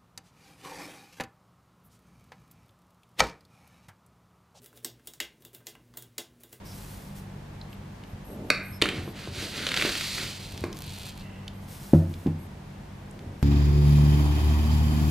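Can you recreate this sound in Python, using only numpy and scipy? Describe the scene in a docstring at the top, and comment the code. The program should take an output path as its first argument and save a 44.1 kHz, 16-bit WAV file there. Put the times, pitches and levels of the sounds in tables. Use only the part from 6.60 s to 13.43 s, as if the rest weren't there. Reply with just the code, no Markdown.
"""Sugar is spooned from a glass jar into a bowl of fruit and milk in a small kitchen where a motor hums.
First sugar hisses off the steel spoon, and bangles begin to jingle faintly on a wrist.
Near 2 s the spoon clinks on the hand-held jar, then digs in with a gritty scrape.
Around 4 s loose crystals patter back into the jar as the heaped spoon lifts.
At 5 s it pours again, and two dull thumps shake the table."""
import sys
import numpy as np
from scipy import signal
from scipy.fft import rfft, irfft, next_fast_len
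from scipy.io import wavfile
from scipy.ndimage import map_coordinates

SR = 44100
rng = np.random.default_rng(int(sys.argv[2]) if len(sys.argv) > 2 else 0)


def master(y):
    """Save y as 16-bit WAV."""
    cut = np.clip(np.atleast_2d(y).T, -1, 1)
    pcm = np.round(cut * 32767)  # scale
    wavfile.write(sys.argv[1], SR, pcm.astype(np.int16))


N = 301114


def amp(db):
    """Decibels to amplitude gain."""
    return 10 ** (np.asarray(db) / 20)


def unit(x):
    """Normalisation to rms 1."""
    return x / np.sqrt(np.mean(x ** 2) + 1e-20)


def along(points, hz):
    """Interpolation of (Hz, value) points on a logarithmic frequency axis."""
    freqs, values = np.transpose(points)
    return np.interp(np.log(hz + 1), np.log(freqs + 1), values)


def wobble(rate):
    """Random modulation: a smooth curve through `rate` random values a second."""
    return map_coordinates(rng.standard_normal(int(N * rate / SR) + 4), [np.arange(N) * rate / SR])


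def filtered(x, response):
    """Linear filtering: the spectrum of x times a frequency response."""
    n = x.shape[-1]
    padded = next_fast_len(n + 8192)
    return irfft(rfft(x, padded) * response(np.fft.rfftfreq(padded, 1 / SR)), padded)[..., :n]


def coloured(x, spectrum):
    """Spectral shaping by (Hz, dB) points."""
    return filtered(x, lambda hz: amp(along(spectrum, hz)))


def add(track, s, sound):
    """Superposition: a sound joins the track at s seconds."""
    part = track[..., max(round(s * SR), 0):][..., :sound.shape[-1]]
    part += sound[..., :part.shape[-1]]


def ring(modes, attack, tilt_db=0):
    """Modal decay: a blow excites damped sines at slightly random strengths, tilted per octave; peak 1."""
    t = np.arange(SR * 6 // 10) / SR
    y = sum(amp(db + rng.normal() + tilt_db * np.log2(hz) - 60 * t / t60) * np.sin(2 * np.pi * hz * t)
            for hz, db, t60 in modes)
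    y *= 1 - np.exp(-(t / attack) ** 2)
    return y / np.abs(y).max()


def burst(response, t60, attack):
    """Impact transient: filtered noise that decays exponentially; peak 1."""
    t = np.arange(SR // 20) / SR
    y = filtered(rng.standard_normal(len(t)), response) * (1 - np.exp(-t / attack)) * amp(-60 * t / t60)
    return y / np.abs(y).max()


def gestures(moves, attack, fade_db_per_s, sag_db_per_s=0):
    """Incoherent addition: (start, length, dB) envelopes rise, hold or sag, fade, and sum in power."""
    gains = []
    for s, length, db in moves:
        t = np.maximum(np.arange(N) / SR - s, 0)
        rise = np.sin(np.pi / 2 * np.minimum(t / attack, 1))
        gains.append(rise * amp(db - sag_db_per_s * t - fade_db_per_s * np.maximum(t - length, 0)))
    return np.linalg.norm(gains, axis=0)


# Likeness of reflections. Each row: frequency in Hz, left-right coherence.
ROOM_COHERENCE = [(220, 1), (600, .95), (2000, 0.98), (4000, 0.92), (7000, 0.9), (13000, 0.17)]
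def spread(pair, coherence=ROOM_COHERENCE):
    """Mid-side mixing: two independent signals become left and right with a given coherence."""
    def weights(hz):
        angle = np.arccos(np.clip(along(coherence, hz), -1, 1)) / 2
        return np.array([np.cos(angle), np.sin(angle)])
    mid, side = filtered(pair, weights)
    return np.array([mid + side, mid - side])


def grains(rate, scatter_db, spectrum, coherence=ROOM_COHERENCE):
    """Shot noise: `rate` random collisions a second, a few much harder than the rest; stereo, rms 1."""
    hit = rng.random((2, N)) < rate / SR
    size = amp(scatter_db * np.minimum(rng.standard_normal((2, N)), 2))
    impulses = hit * size * rng.choice([-1, 1], (2, N))
    return unit(spread(coloured(impulses, spectrum), coherence))


def from_right(x, lead_s, louder_db):
    """Time and level cues: the right channel is earlier and, above the bass, louder."""
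    side = np.array([[-1], [1]])
    def response(hz):
        shadow = amp(side * louder_db / 2 * hz / (hz + 600))
        return shadow * np.exp(1j * np.pi * side * hz * lead_s)
    return filtered(x, response)


# The kitchen's decay. Each row: frequency in Hz, time to fall 60 dB (T60) in seconds.
KITCHEN_T60 = [(100, 0.64), (500, 0.46), (2000, 0.57), (5000, 0.32), (12000, 0.34)]
def in_kitchen(x, wet_db, gap_s=0.006):
    """Reverberation: reflections from hard walls follow the direct sound after a short gap."""
    hz, _, noise = signal.stft(rng.standard_normal((2, SR * 6 // 10)), SR, nperseg=256)
    t = np.arange(noise.shape[-1]) * 128 / SR
    decay = amp(-60 * t / along(KITCHEN_T60, hz)[:, None])
    tail = spread(signal.istft(noise * decay, SR, nperseg=256)[1])
    response = np.pad(amp(wet_db) * tail / np.linalg.norm(tail[0]), ((0, 0), (round(gap_s * SR), 0)))
    response[:, 0] += 1  # direct path
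    return signal.fftconvolve(np.atleast_2d(x), response, axes=1)[:, :x.shape[-1]]


# Moving air. Each row: frequency in Hz, spectral level in dB.
AIR_SPECTRUM = [(12, -35), (20, -12), (44, -3), (70, -6), (90, -7.5), (148, -3.5), (166, -8.5), (196, -3.5),
                (259, -13.5), (289, -14), (465, -17.5), (906, -18.5), (1300, -25), (1670, -25),
                (15500, -48)]
# Its stereo likeness. Each row: frequency in Hz, left-right coherence.
AIR_COHERENCE = [(100, 1), (250, 0.95), (600, 0.2), (2500, 0.28), (14000, 0.24)]
# The motor's partials. Each row: frequency in Hz, rms level in dB.
MOTOR_PARTIALS = [(48.4, -72), (96.9, -50.5), (145.3, -51.5), (193.8, -52.5), (742.9, -77)]
def room_tone():
    """Broadband and tonal noise: air moves and a motor hums, wavering in level and phase."""
    t = np.arange(N) / SR
    air = unit(spread(coloured(rng.standard_normal((2, N)), AIR_SPECTRUM), AIR_COHERENCE))
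    hum = np.zeros(N)
    for hz, db in MOTOR_PARTIALS:
        amplitude = np.sqrt(2) * amp(db + 2.4 * wobble(4.2))
        hum += amplitude * np.sin(2 * np.pi * hz * t + 0.13 * wobble(2.95))
    return amp(-44) * air + hum


# Shivers of the bangles. Each row: start in seconds, length in seconds, relative level in dB.
BANGLE_SHAKES = [(1.095, 0.055, -61), (1.47, 0.075, -65), (1.645, 0.12, -55.5), (1.84, 0.095, -63),
                 (2.022, .16, -50.5), (2.429, 0.1, -55.5), (4.927, 0.078, -63), (5.78, 0.092, -59.5),
                 (6.79, .06, -62)]
# Modes of the hoops. Each row: frequency in Hz, level in dB, T60 in seconds.
HOOP_MODES = [(8500, 1, 0.017), (9100, -4, 0.018), (11560, 8, 0.018), (11950, -6, .02), (12400, 4, 0.025)]
def bangles():
    """Random excitation: many tiny contacts keep thin metal hoops ringing."""
    out = np.zeros((2, N))
    for s, length, db in BANGLE_SHAKES:
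        count = int(length * SR)
        contacts = rng.standard_normal((2, count)) * np.hanning(count) ** 0.14
        shiver = signal.fftconvolve(contacts, ring(HOOP_MODES, attack=0.00035)[None], axes=1)
        add(out, s, amp(db - 2.5) * shiver / (shiver[:, :count].std() + 1e-9))
    return spread(out)


# Thin rustles. Each row: start in seconds, length in seconds, level in dB, half-width in Hz.
RUBS = [(0.046, 0.085, -55, 450), (2.119, 0.033, -55, 120)]
def rustles(centre_hz=5250):
    """Resonance: light rubbing excites one high, narrow band."""
    noise = rng.standard_normal(N)
    out = np.zeros(N)
    for s, length, db, width_hz in RUBS:
        band = unit(filtered(noise, lambda hz: 1 / (1 + ((hz - centre_hz) / width_hz) ** 2)))
        out += band * gestures([(s, length, db)], attack=0.02, fade_db_per_s=300)
    return out


# Soft pushes on the table. Each row: start in seconds, peak level in dB.
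TABLE_NUDGES = [(1.528, -30), (2.112, -31), (2.381, -27.5), (2.679, -31), (2.772, -30), (3.931, -33.5),
                (4.012, -27.5), (4.27, -32), (6.663, -31)]
# The table's lowest modes. Each row: frequency in Hz, level in dB, T60 in seconds.
SWAY_MODES = [(91, 6.5, 0.22), (108.7, 6, 0.12), (234, -5, 0.17)]
def nudges():
    """Low-mode excitation: a gentle push stirs only the slowest sway of the table."""
    out = np.zeros(N)
    for s, db in TABLE_NUDGES:
        add(out, s, amp(db) * ring(SWAY_MODES, attack=0.0078))
    return out


# Dull blows. Each row: start in seconds, level in dB, contact cutoff in Hz, relative boom in dB.
TABLE_BLOWS = [(5.3332, -0.9, 790, 2.5), (5.6601, -12, 396, -2), (5.6712, -12, 395, -4)]
# The table top's first heave. Each row: frequency in Hz, level in dB, T60 in seconds.
HEAVE_MODES = [(228.4, 2, 0.028), (292, -13, 0.069), (544, -11.5, 0.039)]
# The boom that follows. 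Each row: frequency in Hz, level in dB, T60 in seconds.
BOOM_MODES = [(88.4, -21.5, 0.65), (159.8, -13, 0.33), (236, -32, 0.25), (267.7, -25, 0.28),
              (328, -20.5, 0.21), (535, -36.5, 0.36), (614, -24, 0.11)]
def thumps():
    """Soft contact is a low-pass filter: the table heaves, then booms, while things on it rattle."""
    out = np.zeros((2, N))
    rattle_spectrum = [(700, 5.5), (1250, -4), (2400, -14), (9000, -34)]  # Hz, dB
    for s, db, cutoff_hz, boom_db in TABLE_BLOWS:
        blow = ring(HEAVE_MODES, attack=0.00098) + amp(boom_db - 9) * ring(BOOM_MODES, attack=0.012)
        # The table radiates no deep bass.
        passband = signal.butter(2, [55, cutoff_hz], "bandpass", fs=SR, output="sos")
        add(out, s, amp(db) * in_kitchen(signal.sosfilt(passband, blow), wet_db=-11))
        rattle = burst(lambda hz: amp(along(rattle_spectrum, hz)), t60=0.065, attack=0.00063)
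        add(out, s, amp(db - 20.5) * in_kitchen(np.pad(rattle, (0, SR // 3)), wet_db=-4.5))
    return out


# Touches of the spoon. Each row: start in seconds, level in dB, centre in Hz, half-width in octaves.
SPOON_TICKS = [(1.013, -36.5, 4050, 0.12), (1.1292, -37.5, 2780, 0.36), (1.437, -40, 2640, 0.43),
               (3.9758, -30, 3830, 0.61), (4.128, -30.5, 3930, 0.64), (4.169, -32, 3980, 1.2),
               (4.576, -34.5, 3460, 1.3), (4.8791, -26.5, 3360, 0.45), (5.539, -37.5, 3400, 0.33),
               (5.668, -35, 3200, 0.59), (6.511, -43.5, 8450, 0.29), (6.591, -39, 2800, 0.55)]
def ticks():
    """Point excitation: each glancing touch is coloured by the spot that it meets."""
    out = np.zeros(N)
    for s, db, centre_hz, octaves in SPOON_TICKS:
        band = lambda hz: 1 / (1 + (np.log2((hz + 1) / centre_hz) / octaves) ** 2)
        add(out, s, amp(db) * burst(band, t60=0.017, attack=0.00032))
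    return in_kitchen(out, wet_db=-13)


# Pours. Each row: start in seconds, length in seconds, level in dB, fade in dB per second.
SPOON_POURS = [(0.039, .34, -51, 60), (0.541, .05, -53, 280), (5.0, .1, -60, 100), (5.07, 0.28, -51, 81),
               (5.47, 0.18, -58, 180)]
# Falling sugar. Each row: frequency in Hz, spectral level in dB.
HISS_SPECTRUM = [(500, -2), (2000, -3), (4800, -1.5), (7000, -3), (10000, -1.5), (14000, -2), (15700, -8)]
# Its stereo likeness. Each row: frequency in Hz, left-right coherence.
HISS_COHERENCE = [(2000, 0.6), (7000, 1), (13000, 0.56)]
def pouring():
    """Granular flow: an uneven stream of crystals lands in the bowl, thinning as the spoon empties."""
    pours = [gestures([(s, length, db)], attack=0.03, fade_db_per_s=fade, sag_db_per_s=2)
             for s, length, db, fade in SPOON_POURS]
    flow = np.linalg.norm(pours, axis=0) * amp(0.8 * wobble(25))
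    return flow * grains(rate=9000, scatter_db=5.5, spectrum=HISS_SPECTRUM, coherence=HISS_COHERENCE)


# Spills. Each row: start in seconds, length in seconds, fine patter in dB, coarse grains in dB.
SPOON_SPILLS = [(3.789, .26, -51.5, -54), (4.11, 0.12, -55, -52), (4.2, .3, -45.5, -53),
                (4.544, .07, -53, -57.5)]
# Fine patter in the jar. Each row: frequency in Hz, spectral level in dB.
PATTER_SPECTRUM = [(600, -25), (1800, -12), (2500, -1), (3200, -1), (4300, 1), (5400, -9), (8000, -10),
                   (11000, -14.5), (15000, -20)]
# A thin rasp as the spoon leaves. Each row: frequency in Hz, spectral level in dB.
RASP_SPECTRUM = [(1400, -27), (2000, 3), (2350, -11), (2750, 5), (3500, -19), (7000, -33)]
def spilling():
    """Granular impacts: off the heaped spoon, fine crystals patter and coarse ones tick; a rasp follows."""
    fine = [(s, length, db) for s, length, db, _ in SPOON_SPILLS]
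    coarse = [(s, length, db) for s, length, _, db in SPOON_SPILLS]
    attack_s, fade_db_per_s = 0.072, 263
    patter = gestures(fine, attack_s, fade_db_per_s)
    patter = patter * grains(rate=3400, scatter_db=7, spectrum=PATTER_SPECTRUM)
    ticking = gestures(coarse, attack_s, fade_db_per_s)
    ticking = ticking * grains(rate=130, scatter_db=5, spectrum=HISS_SPECTRUM)
    leaving = gestures([(4.6, 0.19, -56)], attack_s, fade_db_per_s=110)
    rasp = leaving * grains(rate=4500, scatter_db=4, spectrum=RASP_SPECTRUM)
    return in_kitchen(patter + ticking + rasp, wet_db=-16)


# Strokes through the sugar. Each row: start in seconds, length in seconds, grinding in dB,
# sliding in dB, jar rumble in dB.
SPOON_STROKES = [(2.203, 0.059, -42, -45.5, -36.5), (2.305, 0.07, -43, -64, -39),
                 (2.524, 0.12, -45, -48, -52), (2.713, 0.13, -42, -38.5, -43), (2.904, 0.23, -38, -40, -45),
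                 (3.123, .14, -34, -33, -41), (3.273, 0.31, -62, -34, -57),
                 (3.539, 0.071, -39.5, -39.5, -42)]
STROKE_ATTACK_S = 0.097
# Crushed sugar. Each row: frequency in Hz, spectral level in dB.
GRIT_SPECTRUM = [(300, -18), (560, -5.5), (850, -19), (1400, -4), (2300, -4.5), (3000, -5), (4200, -5),
                 (5300, -15.5), (8000, -20), (11000, -24.5), (15000, -35)]
# Crystals on steel. Each row: frequency in Hz, spectral level in dB.
SLIDE_SPECTRUM = [(500, -16.5), (1600, -9), (2350, -0.5), (3000, -2), (3700, 0), (4550, 2), (5400, -6),
                  (8000, -9), (10500, -13), (15000, -18)]
def scooping():
    """Stick-slip friction: the spoon grinds and cracks crumbs; loose crystals slide on after it stops."""
    grinds = [(s, length, db) for s, length, db, _, _ in SPOON_STROKES]
    slides = [(s, length, db) for s, length, _, db, _ in SPOON_STROKES]
    scrape = gestures(grinds, STROKE_ATTACK_S, fade_db_per_s=132)
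    slide = gestures(slides, STROKE_ATTACK_S, fade_db_per_s=55)
    slips = unit(amp(0.71 * wobble(130)))
    grinding = scrape * slips * grains(rate=2500, scatter_db=1.5, spectrum=GRIT_SPECTRUM)
    crumbs = scrape * amp(-6) * grains(rate=67, scatter_db=2, spectrum=GRIT_SPECTRUM)
    flicker = unit(amp(1.35 * wobble(90)))
    sliding = slide * flicker * grains(rate=7400, scatter_db=1.5, spectrum=SLIDE_SPECTRUM)
    return in_kitchen(grinding + crumbs + sliding, wet_db=-13)


# The hand tilts the jar. Each row: start in seconds, length in seconds, level in dB.
JAR_TILTS = [(1.652, 0.2, -41.5), (3.858, 0.19, -50), (6.49, 0.2, -49)]
# The hollow of the jar. Each row: frequency in Hz, spectral level in dB.
HOLLOW_SPECTRUM = [(60, -18), (130, 0), (230, 5.5), (330, 6), (450, -1), (600, -3), (850, -12), (2000, -38)]
def handling():
    """Friction noise: the jar rubs and rumbles in the hand when it is tilted or the spoon pushes."""
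    strokes = [(s, length, db) for s, length, _, _, db in SPOON_STROKES]
    tilts = gestures(JAR_TILTS, attack=0.086, fade_db_per_s=116)
    pushes = gestures(strokes, STROKE_ATTACK_S, fade_db_per_s=116)
    rumble = grains(rate=990, scatter_db=3, spectrum=HOLLOW_SPECTRUM)
    return in_kitchen(np.hypot(tilts, pushes) * rumble, wet_db=-7)


# Pushes that reach the jar's base. Each row: start in seconds, level in dB.
BASE_KNOCKS = [(2.2223, -14), (2.477, -28), (2.674, -28.5), (3.25, -19), (3.297, -32), (4.039, -19)]
# Modes of the base. Each row: frequency in Hz, level in dB, T60 in seconds.
BASE_MODES = [(213, -23, 0.021), (344, 14.5, 0.034), (414, 14.5, 0.021), (568, -1.5, 0.068),
              (1052, 12, 0.018), (1320, -6.5, 0.0073)]
def knocks():
    """Impulse response: the spoon's hardest pushes briefly ring the base of the jar."""
    out = np.zeros((2, N))
    for s, db in BASE_KNOCKS:
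        add(out, s, amp(db) * in_kitchen(ring(BASE_MODES, attack=0.00043), wet_db=-4))
    return out


# The spoon breaks the largest lumps. Each row: start in seconds, level in dB.
LUMP_BREAKS = [(2.2162, -11), (2.2209, -5), (2.24, -19), (2.2564, -15.5), (2.2881, -14), (3.067, -16),
               (3.089, -18), (3.117, -18), (3.141, -15.5), (3.165, -15), (3.173, -14), (3.197, -17),
               (3.212, -14), (3.2226, -11.5), (3.292, -15.5), (3.353, -18.5), (3.41, -20), (3.581, -21)]
def crunches():
    """Brittle fracture: packed sugar gives way within milliseconds, each lump at its own pitch."""
    out = np.zeros(N)
    pitches_hz = 2900 * np.exp(0.32 * rng.standard_normal(len(LUMP_BREAKS)))
    for (s, db), pitch_hz in zip(LUMP_BREAKS, pitches_hz):
        lump = lambda hz: amp(along(GRIT_SPECTRUM, hz) + 6.7 * np.exp(-((hz - pitch_hz) / 600) ** 2))
        add(out, s, amp(db) * burst(lump, t60=0.02, attack=0.00025))
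    return in_kitchen(out, wet_db=-8)


# The spoon strikes the glass. Each row: start in seconds, level in dB, tilt in dB per octave.
SPOON_CLINKS = [(1.9017, -4, 2), (4.038, -26.5, 2.5)]
# Modes of jar and spoon. Each row: frequency in Hz, level in dB, T60 in seconds.
JAR_MODES = [(277, -5.5, 0.026), (487, -14, 0.05), (580, -8.5, 0.036), (1220, -6, 0.02), (1586, 1, 0.012),
             (2157, 3, 0.013), (2430, 6, .011), (3840, 1.5, 0.0067), (4473, 1, 0.011), (5350, -6, 0.0082),
             (9730, -18, 0.0032), (1530, -28, 0.22), (1630, -26, 0.23), (2165, -27, 0.11),
             (2340, -27, 0.39), (2270, -34, 0.21), (4290, -50.5, 0.7)]
def clinks():
    """Damped vibration: steel cracks on glass, and hand and sugar cut it to a clack and a weak ring."""
    out = np.zeros((2, N))
    for s, db, tilt_db in SPOON_CLINKS:
        clack = ring(JAR_MODES, attack=0.0017, tilt_db=tilt_db)
        crack = burst(lambda hz: hz / (hz + 2500) / (1 + (hz / 10000) ** 4), t60=0.019, attack=0.00055)
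        add(out, s, amp(db) * in_kitchen(clack, wet_db=-6.5))
        add(out, s, amp(db - 11.5) * in_kitchen(np.pad(crack, (0, SR // 4)), wet_db=-9.5))
    return out


def scene():
    """Superposition of all sources, with the jar a little to the right of the bowl."""
    jar = clinks() + crunches() + knocks() + scooping() + spilling() + handling() + ticks()
    jar = from_right(jar, lead_s=1.5e-5, louder_db=1.3)
    table = thumps() + nudges()
    return jar + table + pouring() + rustles() + bangles() + room_tone()


def record(dry):
    """Band limiting: nothing above 15.5 kHz passes."""
    return filtered(dry, lambda hz: hz < 15500)


dry = scene()
out = record(dry)
master(out)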